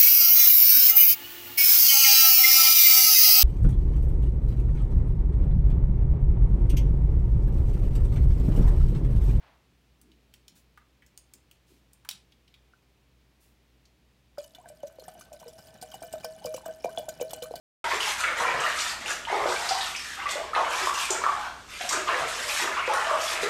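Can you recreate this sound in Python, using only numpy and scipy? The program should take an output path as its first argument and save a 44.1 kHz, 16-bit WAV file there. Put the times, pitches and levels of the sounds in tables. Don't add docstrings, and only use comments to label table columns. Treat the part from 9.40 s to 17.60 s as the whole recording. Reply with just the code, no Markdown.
import sys
import numpy as np
from scipy import signal
from scipy.fft import rfft, irfft
from scipy.io import wavfile
from scipy.ndimage import uniform_filter1d

SR = 44100
rng = np.random.default_rng(int(sys.argv[2]) if len(sys.argv) > 2 else 0)


def store_wav(level_fs):
    pcm = np.round(np.clip(np.atleast_2d(level_fs), -1, 1) * 32767)
    wavfile.write(sys.argv[1], SR, pcm.T.astype(np.int16))


N = 361619
TIME = np.arange(N) / SR

# start_s, level_db, pitch_hz, t60_s, bowl_ring_db
GLUGS = [(4.980, -29.5, 558.5, 0.18, -49.5), (5.183, -45.5, 711, 0.13, -63), (5.257, -44, 682, 0.088, -59),
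         (5.300, -43, 597, 0.39, -55), (5.4324, -29.5, 550, 0.13, -44), (5.585, -37, 507, 0.038, -49.5),
         (5.623, -38.5, 413, 0.01, -75), (5.680, -35.5, 715, 0.047, -50.5), (5.753, -45.5, 700, .1, -56),
         (5.918, -40, 640, 0.044, -55), (5.931, -41, 594, 0.24, -53), (6.015, -42.5, 624, 0.081, -55),
         (6.059, -40, 469, 0.32, -44), (6.425, -37, 721.5, 0.12, -42), (6.541, -34.5, 752, 0.058, -49),
         (6.619, -34, 632, 0.06, -69), (6.633, -38, 666, 0.22, -40.5), (6.7364, -27, 617, 0.095, -57),
         (6.757, -36, 616, 0.2, -59), (6.8435, -28, 626, 0.06, -32), (7.048, -24.5, 535, 0.022, -31),
         (7.056, -35.5, 522, .11, -27), (7.143, -27.5, 500, .055, -38.5), (7.179, -35.5, 970, 0.01, -48),
         (7.260, -30, 633, .11, -46), (7.283, -31, 615.6, 0.36, -38), (7.4452, -16.5, 460, 0.015, -47),
         (7.4557, -23.5, 642, 0.066, -32), (7.575, -24, 631, 0.068, -30.5), (7.5935, -31.5, 589, 0.13, -44),
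         (7.6826, -28.5, 602, .1, -42), (7.8, -31, 570, 0.028, -40), (7.8117, -22, 468, 0.062, -45),
         (7.8239, -26, 468, 0.099, -32.5), (7.932, -28, 657, 0.016, -37.5),
         (8.0216, -30.5, 474.6, 0.14, -37), (8.109, -29, 454, 0.035, -51), (8.1385, -27, 650, 0.034, -44)]
# pitch_hz, level_db, t60_s
BOWL_AIR_MODES = [(506.7, 2.5, 0.12), (648.4, -3, 0.49)]
# pitch_hz, level_db, t60_s
GLASS_MODES = [(1525, 15.5, 0.07), (1746, 17.5, 0.78), (2370, 10, 0.11), (2963, 14.5, 0.07),
               (4130, 3, 0.14), (4906, -1, 0.039)]
# start_s, level_db, resonance_hz
SPLASHES = [(4.982, -35, 4900), (5.039, -44.5, 4700), (5.148, -40, 3800), (5.286, -37.5, 8200),
            (5.428, -48, 6120), (5.469, -40.5, 6270), (5.595, -41, 4270), (5.637, -43.5, 5800),
            (5.68, -36, 8700), (5.793, -41, 10600), (5.809, -35.5, 6350), (5.928, -38.5, 7160),
            (5.998, -39.5, 5800), (6.079, -37.5, 5300), (6.186, -43, 5200), (6.269, -44.5, 4930),
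            (6.4132, -34, 4750), (6.424, -31.5, 8700), (6.515, -38.5, 5000), (6.540, -33.5, 7800),
            (6.624, -35, 9200), (6.726, -30.5, 8060), (6.844, -25, 5070), (7.04, -38, 5000),
            (7.056, -27, 5240), (7.140, -29, 5730), (7.162, -31, 7740), (7.258, -33, 8100),
            (7.443, -33.5, 6050), (7.491, -45, 11900), (7.582, -30, 9000), (7.687, -27, 7000),
            (7.810, -25.5, 6850), (7.907, -31.5, 12000), (7.932, -25, 8400), (8.023, -29.5, 3770),
            (8.034, -32, 10900), (8.155, -29.5, 4470)]
# start_s, level_db, pitch_hz
PLINKS = [(3.336, -48, 1370), (4.9751, -44, 1300), (5.149, -38, 3480), (5.258, -44, 1640),
          (5.656, -50, 1730), (5.602, -42.5, 4200), (6.518, -39.5, 3130), (6.537, -41.5, 2883),
          (6.836, -40.5, 2386), (7.044, -41.5, 3090), (7.256, -41, 1610), (7.291, -46, 1580),
          (7.442, -32.5, 2398), (7.492, -47, 1525), (7.575, -22.5, 3357), (7.798, -38, 2580),
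          (7.811, -39, 3070), (7.907, -37, 3420), (8.021, -36, 3046)]
# start_s, peak_db, start_pitch_hz
BLOOPS = [(5.200, -56, 884), (5.238, -52.5, 817), (5.700, -51, 641), (5.88, -64, 1034), (6.955, -52, 673),
          (7.012, -46, 725), (7.232, -47.5, 790), (7.474, -43.5, 884), (7.625, -47, 715),
          (8.035, -50.5, 1040), (8.146, -55, 770)]
# time_s, fizz_db, slosh_db, hollow_tone_db
STREAM_FADERS = [(4.96, -56, -93, -73), (5.14, -73, -58, -61.5), (6.42, -64.5, -48.5, -51.5),
                 (6.69, -63.5, -48.5, -58.5), (8.2, -63, -46, -49.5)]
# pitch_hz, level_db
FIZZ_LEVELS = [(900, 12), (1600, -16.5), (2100, -12), (3200, -11), (5000, -7.5), (8000, -5), (12000, -8),
               (15000, 1.5)]
# frequency_hz, level_db
SPRAY_EQ = [(300, 7), (1500, -40.5), (3000, -3.5), (6000, 1), (10000, -2), (16000, -9.5)]
# frequency_hz, level_db
SLOSH_EQ = [(30, -15), (75, 2.5), (160, 7.5), (400, -2), (750, 5), (1100, -9.5), (1600, -10), (3000, -13.5),
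            (16000, -31.5)]
# start_s, level_db, resonance_hz
SNAPS = [(0.615, -44, 9420), (0.939, -37.5, 3120), (1.081, -37.5, 4800), (1.664, -48, 6100),
         (1.776, -33, 7150), (1.937, -35.5, 6900), (2.113, -41.5, 3140), (2.533, -41, 9070),
         (2.6897, -17.5, 4630), (2.712, -26.5, 3930)]
# start_s, level_db, pitch_hz
BLIPS = [(0.717, -62, 3300), (1.375, -56, 1290), (1.622, -62, 1900), (2.649, -55.5, 1220),
         (2.921, -63.5, 3140), (3.078, -64, 3200), (3.141, -56.5, 3060), (4.454, -65, 4400)]
# frequency_hz, level_db
PLASTIC_EQ = [(200, -47), (700, -7.5), (1600, -3.5), (3500, 0.5), (6000, -1), (9800, 0), (11000, -3.5),
              (16000, 0.5)]
# pitch_hz, level_db, t60_s
CAP_MODES = [(3860, -43, 0.037), (3740, -43, 0.046)]
# start_s, peak_db, centre_hz, t60_s
RUBS = [(0, -53, 855, 0.37), (0, -53, 1790, 0.34), (0.611, -56.5, 265, 0.43), (1.108, -58, 193, 0.19),
        (1.15, -50.5, 5900, 0.13), (1.94, -57, 258, 0.093), (2.261, -58, 4250, 0.3),
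        (2.289, -53.5, 302, 0.18), (2.73, -54.5, 148, 0.093), (3.996, -57, 7700, 0.25)]
# frequency_hz, t60_s
ROOM_DECAY = [(150, 0.39), (1000, 0.3), (4000, 0.25), (9000, 0.23), (16000, 0.11)]
# pitch_hz, rms_db
HUM = [(59.3, -68.5), (124, -75)]
# frequency_hz, level_db
AIR_EQ = [(20, -43), (45, -13), (65, -3), (95, -14.5), (140, -9.5), (300, -13.5), (640, -21), (1500, -26),
          (2500, -23.5), (4700, -29), (9000, -37.5), (16000, -39)]

SLUG_STARTS_S = np.array([row[0] for row in GLUGS])
POUR_START_S = SLUG_STARTS_S[0]


def glugs(hold_s=0.027, choke_s=0.0036, opening_hz=964, sag=0.0437, sag_s=0.062, detune=0.019):
    out, t = np.zeros(N), np.arange(SR // 2) / SR
    lag_s = sag * sag_s * (1 - np.exp(-t / sag_s))
    bowl_swell = 1 - np.exp(-t / 0.016)
    thump = bubble(hz=160, t60=0.025, attack_s=0.0013, rise_per_s=-27.5, dive=1.9, dive_s=0.0063)
    gaps_s = np.diff(SLUG_STARTS_S, append=N / SR)
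    tunings = 1 + detune * rng.uniform(-1, 1, len(GLUGS))
    for (start, db, hz, t60, ring_db), gap_s, tuning in zip(GLUGS, gaps_s, tunings):
        rise = 4.8 * gain_of(db + 25.5)
        pocket = bubble(hz, t60, attack_s=0.0016, rise_per_s=rise, dive=opening_hz / hz - 1, dive_s=0.0014)
        crushed_s = np.maximum(t[:len(pocket)] - min(gap_s, hold_s), 0)
        bowl = ring(BOWL_AIR_MODES, (t - lag_s) * tuning) * bowl_swell
        bowl_choke = np.exp(-np.maximum(t - gap_s, 0) / choke_s)
        slosh = puff(SLOSH_EQ, fade(t[:SR // 10], t60=0.066))
        add(out, start, gain_of(db) * pocket * np.exp(-crushed_s / choke_s))
        add(out, start, gain_of(ring_db) * bowl * bowl_choke)
        add(out, start, gain_of(db - 16) * thump)
        add(out, start, gain_of(db - 18) * slosh)
    return out


def bubble(hz, t60, attack_s, rise_per_s, dive=0, dive_s=0.00095):
    t = np.arange(int(np.clip(t60 + 2 * attack_s, .002, .3) * SR)) / SR
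    pitch_hz = hz * np.clip(1 + dive * np.exp(-t / dive_s) + rise_per_s * t, .7, 3)
    envelope = unit_peak((1 - np.exp(-(t / attack_s) ** 2)) * fade(t, t60))
    return envelope * np.sin(2 * np.pi * np.cumsum(np.minimum(pitch_hz, SR / 2)) / SR)


def splashes(scatter_s=.008, spread_db=16, bubbles_each=24):
    out, t = np.zeros(N), np.arange(SR // 20) / SR
    envelope = (1 - np.exp(-t / 0.0025)) * fade(t, t60=0.035)
    for start, db, hz in SPLASHES:
        add(out, start, gain_of(db - 4) * puff(SPRAY_EQ, envelope, hz, bump_db=11.5, octaves=0.19))
        for delay, softness, *traits in rng.random((bubbles_each, 5)):
            bubble_db = db - 6 - spread_db * softness
            add(out, start + scatter_s * long_tail(delay), gain_of(bubble_db) * tiny_bubble(*traits))
    return out


def plinks():
    out = np.zeros(N)
    for start, db, hz in PLINKS:
        add(out, start, gain_of(db - 5) * bubble(hz, t60=0.033, attack_s=0.00005, rise_per_s=2.2))
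    for start, db, hz in BLOOPS:
        add(out, start, gain_of(db) * bubble(hz, t60=0.08, attack_s=0.0057, rise_per_s=11))
    return out


def droplets(per_s=150, count=700):
    out, t = np.zeros(N), np.arange(SR // 100) / SR
    times_s, fizz_db, *_ = np.transpose(STREAM_FADERS)
    waits, sizes, pitches = rng.random((count, 3)).T
    starts = POUR_START_S + np.cumsum(long_tail(waits)) / per_s
    for start, size, pitch in zip(starts, sizes, pitches):
        if start < times_s[-1]:
            db = np.interp(start, times_s, fizz_db) + 9 + 3 * min(long_tail(size), 3)
            pat = puff(SPRAY_EQ, fade(t, t60=0.013), hz=3000 * 4.5 ** pitch, bump_db=17.5, octaves=0.12)
            add(out, start, gain_of(db) * pat)
    return out


def stream(hollow_hz=637, hollow_width_hz=16, trail_s=.028, bubble_count=4000):
    times_s, *faders_db = np.transpose(STREAM_FADERS)
    fizz_gain, slosh_gain, hollow_gain = (gain_of(np.interp(TIME, times_s, db)) for db in faders_db)
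    pouring = TIME > POUR_START_S
    fizz = np.zeros(N)
    for which, delay, size, *traits in rng.random((bubble_count, 6)):
        start = SPLASHES[int(which * len(SPLASHES))][0] + trail_s * long_tail(delay)
        add(fizz, start, gain_of(7.5 * min(long_tail(size), 4)) * tiny_bubble(*traits))
    fizz /= fizz[pouring].std()
    mist = gain_of(-8) * noise(SPRAY_EQ) * flicker(depth_db=-2, seconds=0.0059)
    slosh = gain_of(-10) * noise(SLOSH_EQ) * flicker(depth_db=4, seconds=.012)
    resonator = signal.iirpeak(hollow_hz, hollow_hz / hollow_width_hz, SR)
    hollow = gain_of(-5) * unit_rms(signal.lfilter(*resonator, noise(SLOSH_EQ)))
    wash = fizz_gain * mist + slosh_gain * slosh + hollow_gain * hollow
    return (fizz_gain * fizz + churn() * wash) * pouring


def tiny_bubble(smallness, ringing, climb):
    lowest_hz, highest_hz = FIZZ_LEVELS[0][0], FIZZ_LEVELS[-1][0]
    hz = lowest_hz * (highest_hz / lowest_hz) ** (smallness ** .55)
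    t60 = (.006 + .02 * ringing ** 2) * (4000 / hz) ** .2
    tone = bubble(hz, t60, attack_s=.5 / hz, rise_per_s=.1 * climb ** 2 / t60)
    return gain_of(curve_at(FIZZ_LEVELS, hz)) * tone


def churn(stir_db=1.5, settle_db_per_s=43, settle_s=0.08):
    since_slug_s = abs(TIME - SLUG_STARTS_S[np.searchsorted(SLUG_STARTS_S, TIME) - 1])
    calming_s = uniform_filter1d(np.minimum(since_slug_s, settle_s), SR // 200)
    return gain_of(stir_db - settle_db_per_s * calming_s)


def glass_wall(water):
    out = water.copy()
    for hz, db, t60 in GLASS_MODES:
        decay = fade(1 / SR, t60)
        pole = decay * np.exp(2j * np.pi * hz / SR)
        out += 2 * gain_of(db) * signal.lfilter([1 - decay], [1, -pole], water).real
    return out


def bottle(seal_break_s=2.711):
    out = np.zeros(N)
    for start, db, hz in SNAPS:
        t60 = 0.029 / gain_of(0.16 * (db + 41))
        snap = buckle(hz, t60, focus_db=9, tick_db=-1, crack_db=-6, rattle_db=-7)
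        add(out, start, gain_of(db) * snap)
    for start, db, hz in BLIPS:
        blip = buckle(hz, t60=0.042, focus_db=24, tick_db=-3, crack_db=13, rattle_db=2.5)
        add(out, start, gain_of(db) * blip)
    add(out, seal_break_s, ring(CAP_MODES, np.arange(SR // 8) / SR))
    return out


def buckle(hz, t60, focus_db, tick_db, crack_db, rattle_db):
    t = np.arange(SR // 8) / SR
    bump_db = focus_db - curve_at(PLASTIC_EQ, hz)
    crack = puff(PLASTIC_EQ, fade(t, t60), hz, bump_db, octaves=1.16)
    tick = puff(PLASTIC_EQ, fade(t, t60=0.0048), hz, focus_db, octaves=0.9)
    rattle = puff(PLASTIC_EQ, fade(t, t60), hz, bump_db, octaves=0.45)
    return gain_of(crack_db) * crack + gain_of(tick_db) * tick + gain_of(rattle_db) * rattle


def hand_rubs():
    out, t, bins_hz = np.zeros(N), np.arange(SR) / SR, np.arange(SR // 2 + 1)
    for start, db, hz, t60 in RUBS:
        band = bell(bins_hz, hz, octaves=0.49 * (1 + hz / 1300))
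        rub = irfft(rfft(rng.standard_normal(SR)) * band, SR)
        add(out, start, gain_of(db) * unit_peak(rub * t * fade(t, t60)))
    return out


def room(sound, near_db, tail_db, echoes_per_s=3000, predelay_s=.006):
    size = SR // 2
    echoes = rng.choice([-1., 1.], size) * (rng.random(size) < echoes_per_s / SR)
    echoes *= np.arange(size) > predelay_s * SR
    hz, t, bands = signal.stft(echoes, SR, nperseg=256)
    decay = np.exp(-np.log(1000) * t / curve_at(ROOM_DECAY, hz)[:, None])
    _, tail = signal.istft(bands * decay, SR, nperseg=256)
    response = gain_of(tail_db) * tail / np.linalg.norm(tail)
    for delay_s, strength in [(.0013, .6), (.0029, -.55), (.0041, .5), (.0083, .35)]:
        response[round(delay_s * SR)] += gain_of(near_db) * strength
    return sound + signal.fftconvolve(sound, response)[:N]


def room_tone(air_db=-67, waver_rad=0.053):
    drift = waver_rad * wander(seconds=0.125)
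    hum = sum(np.sqrt(2) * gain_of(db) * np.sin(2 * np.pi * hz * TIME + drift) for hz, db in HUM)
    return gain_of(air_db) * noise(AIR_EQ) + hum


def puff(eq, envelope, hz=1000, bump_db=0, octaves=.4):
    size = 4096
    bins_hz = abs(np.fft.fftfreq(size, 1 / SR))
    shape_db = curve_at(eq, bins_hz) + bump_db * bell(bins_hz, hz, octaves)
    minimum_phase = np.exp(np.conj(signal.hilbert(np.log(gain_of(shape_db)))))
    burst = envelope * rng.standard_normal(len(envelope))
    return unit_peak(signal.fftconvolve(burst, np.fft.ifft(minimum_phase).real[:size // 2]))


def noise(eq):
    colour = gain_of(curve_at(eq, np.fft.rfftfreq(N, 1 / SR)))
    return unit_rms(irfft(rfft(rng.standard_normal(N)) * colour, N))


def ring(modes, t):
    return sum(gain_of(db) * fade(t, t60) * np.sin(2 * np.pi * hz * t) for hz, db, t60 in modes)


def flicker(depth_db, seconds):
    return unit_rms(gain_of(depth_db * wander(seconds)))


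def wander(seconds):
    size = int(seconds * SR)
    return unit_rms(uniform_filter1d(uniform_filter1d(rng.standard_normal(N), size), size))


def long_tail(chance):
    return -np.log(1 - chance)


def curve_at(points, hz):
    points_hz, values = np.transpose(points)
    return np.interp(np.log(hz + 1), np.log(points_hz + 1), values)


def bell(bins_hz, centre_hz, octaves):
    return np.exp(-(np.log2((bins_hz + 1) / centre_hz) / octaves) ** 2)


def fade(t, t60):
    return np.exp(-np.log(1000) * t / max(t60, 1e-3))


def gain_of(db):
    return 10 ** (np.asarray(db) / 20)


def unit_rms(x):
    return x / np.sqrt(np.mean(x ** 2) + 1e-20)


def unit_peak(x):
    return x / (abs(x).max() + 1e-20)


def add(mix, start_s, sound):
    part = mix[max(round(start_s * SR), 0):][:len(sound)]
    part += sound[:len(part)]


def scene():
    water = glugs() + glass_wall(splashes() + plinks() + droplets() + stream())
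    pour = room(water, near_db=-50, tail_db=-16.5)
    opening = room(bottle(), near_db=-8.5, tail_db=-7.5)
    return (pour + opening + hand_rubs() + room_tone())[None]


def record(dry, cutoff_hz=15950):
    low_pass = signal.firwin(511, cutoff_hz, window=("kaiser", 9), fs=SR)
    return signal.oaconvolve(dry, low_pass[None], "same")


dry = scene()
out = record(dry)
store_wav(out)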